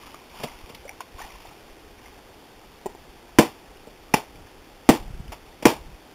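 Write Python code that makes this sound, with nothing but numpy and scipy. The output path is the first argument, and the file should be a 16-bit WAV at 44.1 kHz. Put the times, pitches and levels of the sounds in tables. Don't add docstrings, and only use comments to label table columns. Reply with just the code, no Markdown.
import sys
import numpy as np
from scipy import signal
from scipy.fft import rfft, irfft
from scipy.io import wavfile

SR = 44100
rng = np.random.default_rng(int(sys.argv[2]) if len(sys.argv) > 2 else 0)


def store_wav(level_fs):
    pcm = np.round(np.clip(np.atleast_2d(level_fs), -1, 1) * 32767)
    wavfile.write(sys.argv[1], SR, pcm.T.astype(np.int16))


N = 270774
TIME = np.arange(N) / SR
AGE = TIME[:SR // 2]

# freq_hz, level_db
STREAM_SPECTRUM = [(35, -53), (60, -27), (75, -6), (102, -6), (184, -6), (314, -0.5), (393, -1),
                   (518, -3.5), (585, -6.5), (797, -3.5), (1050, -11), (3010, -13.5), (3700, -12),
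                   (4810, -12), (8140, -120)]
# full_strength_at_s, hold_s, level_db
WATER_STIRS = [(.01, 0.095, -51.5), (.36, 0.11, -47), (.6, 0.2, -57.5), (1.2, .03, -45.5),
               (1.44, 0.051, -53.5), (2.04, 0.033, -56)]
# freq_hz, level_db
WET_SPECTRUM = [(150, 10), (500, -0.5), (950, 1.5), (1600, -16), (2400, -7), (3800, -11.5)]
# start_s, level_db, low_cut_hz, t60_s
WET_SLAPS = [(.064, -34, 1500, 0.03), (.143, -34.5, 700, 0.032), (0.397, -37.5, 252, 0.25),
             (.4340, -21, 182, 0.078), (.692, -40, 1100, 0.088), (.746, -34.5, 2500, 0.037),
             (1.004, -32, 920, 0.054), (5.319, -29, 597, 0.088), (5.623, -30.5, 545, 0.084)]
# start_s, level_db, start_pitch_hz, t60_s
CLEAR_BUBBLES = [(.143, -32, 1150, 0.028), (.852, -32, 476, 0.072), (.879, -36, 2150, .038),
                 (.8924, -21, 2240, 0.012), (.894, -38, 718, 0.12), (1.005, -22, 1000, 0.024),
                 (1.006, -27.5, 1460, 0.015), (1.184, -37.5, 1014, 0.17), (1.192, -35, 1460, 0.031),
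                 (1.203, -31.5, 748, 0.073), (1.215, -34.5, 1765, 0.062), (1.218, -35, 1030, 0.044),
                 (1.246, -33.5, 754, 0.056), (1.353, -38.5, 985, 0.047), (2.058, -39, 2050, 0.043)]
# start_s, level_db
SOFT_THUDS = [(0.404, -50), (0.434, -23.5), (.697, -35.5), (3.870, -34), (5.625, -27)]
# pitch_hz, level_db, t60_s
PLANK_MODES = [(144, -10.5, 0.067), (228, -1.5, 0.052), (311, -5, 0.042), (467.5, 3, 0.04),
               (615, -4.5, 0.055), (2204, -22.5, 0.049)]
# full_strength_at_s, hold_s, level_db
BREEZE_GUSTS = [(0.573, .25, -49), (1.123, 0.39, -51), (4.352, 0.12, -44.5), (5.014, 0.292, -38.5),
                (5.8, .13, -44.5)]
# start_s, level_db, pitch_hz
EDDY_PUFFS = [(.636, -34, 44.7), (1.145, -36.5, 50.5), (1.24, -39, 44.6), (5.100, -32.5, 122),
              (5.136, -28, 40), (5.194, -29.5, 152)]
# start_s, level_db
PADDLE_KNOCKS = [(2.8574, -20), (2.8625, -17.5), (2.948, -33)]
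# pitch_hz, level_db, t60_s
PADDLE_MODES = [(381, -2, 0.035), (696, -4, 0.03), (879.6, -2, 0.037), (1027, -11, 0.031),
                (1900, -16, 0.048)]
# freq_hz, level_db
CRACK_SPECTRUM = [(150, -13), (400, 1.5), (900, 5), (1500, -12), (2400, 1.5), (3800, -13.5)]
# start_s, thump_db, thump_hz, crack_db, plank_db, paddle_db, spray_db
PADDLE_BLOWS = [(3.3852, 8.5, 303.5, -3, -4, -8, -19), (4.1378, -7.5, 200, -9, -31, -6, -27.5),
                (4.889, 10, 278.5, -5, -2.5, -3, -19.5), (5.6530, 6.5, 290, -8, -3.5, -1, -17.5)]
# freq_hz, level_db
SPRAY_SPECTRUM = [(100, 0.5), (300, -2), (600, -0.5), (900, 4.5), (1400, -11.5), (2400, -9), (3800, -8.5)]

RUNOFF_DB, TRICKLE_DB = -54, -61
BUBBLE_CLIMB_HZ_PER_S = 10200
CALM_DB = -55.5
SQUASH_S = .0075
TRACK_HZ, ANTIALIAS_HZ, CUTOFF_HZ, CLIP_LEVEL = 8000, 3750, 15600, .7


def from_db(db):
    return 10 ** (np.asarray(db) / 20)


def rms_one(x):
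    return x / np.sqrt(np.mean(x ** 2) + 1e-20)


def fade(t60):
    return from_db(-60 * AGE / t60)


def swell(peak_s):
    return AGE / peak_s * np.exp(1 - AGE / peak_s)


def surge(s, hold_s, db, rise_db_per_s, fall_db_per_s):
    before_s, after_s = np.maximum(s - TIME, 0), np.maximum(TIME - s - hold_s, 0)
    return from_db(db - rise_db_per_s * before_s - fall_db_per_s * after_s)


def add(track, s, sound):
    at = round(s * SR)
    track[at:at + len(sound)] += sound[:N - at]


def cut(x, hz, kind, order=2):
    return signal.sosfilt(signal.butter(order, hz, kind, fs=SR, output="sos"), x)


def coloured(x, spectrum):
    hz = np.fft.rfftfreq(len(x), 1 / SR)
    at_hz, db = np.transpose(spectrum)
    gain = from_db(np.interp(np.log(hz + 1), np.log(at_hz), db)) * (hz < TRACK_HZ / 2)
    return rms_one(irfft(rfft(x) * gain, len(x)))


def grains(per_s, spread_db, size=len(AGE)):
    clicks = (rng.random(size) < per_s / SR) * rng.standard_normal(size)
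    return clicks * from_db(spread_db * rng.standard_normal(size))


def struck(modes, scatter_db):
    ring = np.zeros(len(AGE))
    for k, (hz, db, t60) in enumerate(modes):
        strength = (-1) ** k * from_db(db + scatter_db * rng.standard_normal())
        ring += strength * np.sin(2 * np.pi * hz * AGE) * fade(t60)
    return ring


def stream():
    return from_db(-50) * coloured(rng.standard_normal(N), STREAM_SPECTRUM)


def stirring():
    strokes = list(WATER_STIRS) + [(s, 0, RUNOFF_DB) for s, *_ in PADDLE_BLOWS]
    power = sum(surge(*stroke, rise_db_per_s=300, fall_db_per_s=64) ** 2 for stroke in strokes)
    return np.sqrt(power + from_db(TRICKLE_DB) ** 2)


def bubble(hz, t60):
    pitch_hz = np.minimum(hz + BUBBLE_CLIMB_HZ_PER_S * AGE, 2 * hz)
    return np.sin(2 * np.pi * np.cumsum(pitch_hz) / SR) * fade(t60) * (1 - fade(t60=0.0024))


def water():
    bubbles, plinks = np.zeros(N), np.zeros(N)
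    for s, db, hz, t60 in CLEAR_BUBBLES:
        add(bubbles, s, from_db(db) * bubble(hz, t60))
    for hz in np.geomspace(700, 3600, num=16):
        plink = bubble(hz, t60=40 / hz)
        plinks += signal.fftconvolve(grains(per_s=14, spread_db=5.5, size=N), plink)[:N]
    fizz = cut(coloured(grains(per_s=3500, spread_db=1, size=N), WET_SPECTRUM), 1190, "high")
    return bubbles + stirring() * (from_db(-4) * rms_one(plinks) + from_db(0.5) * rms_one(fizz))


def banks(x):
    tail = rng.standard_normal(len(AGE)) * fade(t60=0.17) * (1 - fade(t60=0.081))
    echo = signal.fftconvolve(x, tail / np.linalg.norm(tail))[:N]
    return from_db(-15) * cut(echo, 330, "high")


def slaps():
    out = np.zeros(N)
    for s, db, low_cut_hz, t60 in WET_SLAPS:
        contacts = coloured(grains(per_s=11000, spread_db=2.5), WET_SPECTRUM)
        burst = rms_one(cut(contacts, low_cut_hz, "high"))
        add(out, s, from_db(db + 1) * burst * fade(t60) * (1 - fade(t60=0.01)))
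    return out


def thuds():
    out = np.zeros(N)
    for s, db in SOFT_THUDS:
        add(out, s, from_db(db) * struck(PLANK_MODES, scatter_db=0.5) * (1 - fade(t60=0.023)))
    return out


def breeze():
    gusts = [surge(*gust, rise_db_per_s=260, fall_db_per_s=240) for gust in BREEZE_GUSTS]
    gust_db = 20 * np.log10(np.maximum(np.max(gusts, axis=0), from_db(CALM_DB)))
    rumble = rms_one(cut(cut(rng.standard_normal(N), 40.8, "low"), 23.6, "high"))
    flutter = rms_one(cut(cut(rng.standard_normal(N), 204, "low", order=4), 51, "high"))
    flutter_db = np.minimum(1.3 * (gust_db + 33), 0)
    wobble = rms_one(cut(rng.standard_normal(N), 18, "low"))
    eddies = rms_one(from_db(5 * np.tanh(wobble)))
    return from_db(gust_db) * eddies * (rumble + from_db(flutter_db) * flutter)


def puffs():
    out = np.zeros(N)
    for s, db, hz in EDDY_PUFFS:
        add(out, s, from_db(db) * np.sin(2 * np.pi * hz * AGE) * swell(peak_s=0.0066) ** 2)
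    return out


def knocks():
    out = np.zeros(N)
    for s, db in PADDLE_KNOCKS:
        ring = cut(struck(PADDLE_MODES, scatter_db=0), 940, "low", order=1)
        tick = coloured(rng.standard_normal(len(AGE)), CRACK_SPECTRUM) * fade(t60=0.039)
        add(out, s, from_db(db) * (ring + from_db(-21) * tick))
    return out


def blows():
    out = np.zeros(N)
    for s, thump_db, thump_hz, crack_db, plank_db, paddle_db, spray_db in PADDLE_BLOWS:
        thump = -np.sin(2 * np.pi * thump_hz * AGE) * swell(peak_s=.0038) ** 3
        crack = coloured(rng.standard_normal(len(AGE)), CRACK_SPECTRUM) * swell(peak_s=0.0029) ** 1.11
        blade = struck(PADDLE_MODES, scatter_db=3) * (1 - fade(t60=0.052)) ** 2
        droplets = coloured(grains(per_s=6000, spread_db=1), SPRAY_SPECTRUM)
        spray = cut(droplets * fade(t60=0.24) * (1 - fade(t60=0.02)), 135, "high")
        add(out, s, from_db(thump_db) * thump + from_db(crack_db) * crack
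            + from_db(paddle_db + 8.5) * blade + from_db(spray_db + 4) * spray)
        plank = struck(PLANK_MODES, scatter_db=4) * (1 - fade(t60=0.009))
        add(out, s + SQUASH_S, from_db(plank_db - 3) * plank)
    return out


def scene():
    washing = blows() + thuds() + knocks() + slaps() + water()
    rush = stream()
    foreground = cut(washing + banks(washing), 50, "high")
    return (foreground + rush + breeze() + puffs())[None, :]


def record(dry):
    narrow = cut(dry[0], ANTIALIAS_HZ, "low", order=16)
    held = np.interp(np.floor(TIME * TRACK_HZ) / TRACK_HZ, TIME, narrow)
    clipped = np.clip(held, -CLIP_LEVEL, CLIP_LEVEL)
    top_cut = signal.firwin(201, CUTOFF_HZ, fs=SR)
    return signal.fftconvolve(clipped, top_cut, "same")[None, :]


dry = scene()
out = record(dry)
store_wav(out)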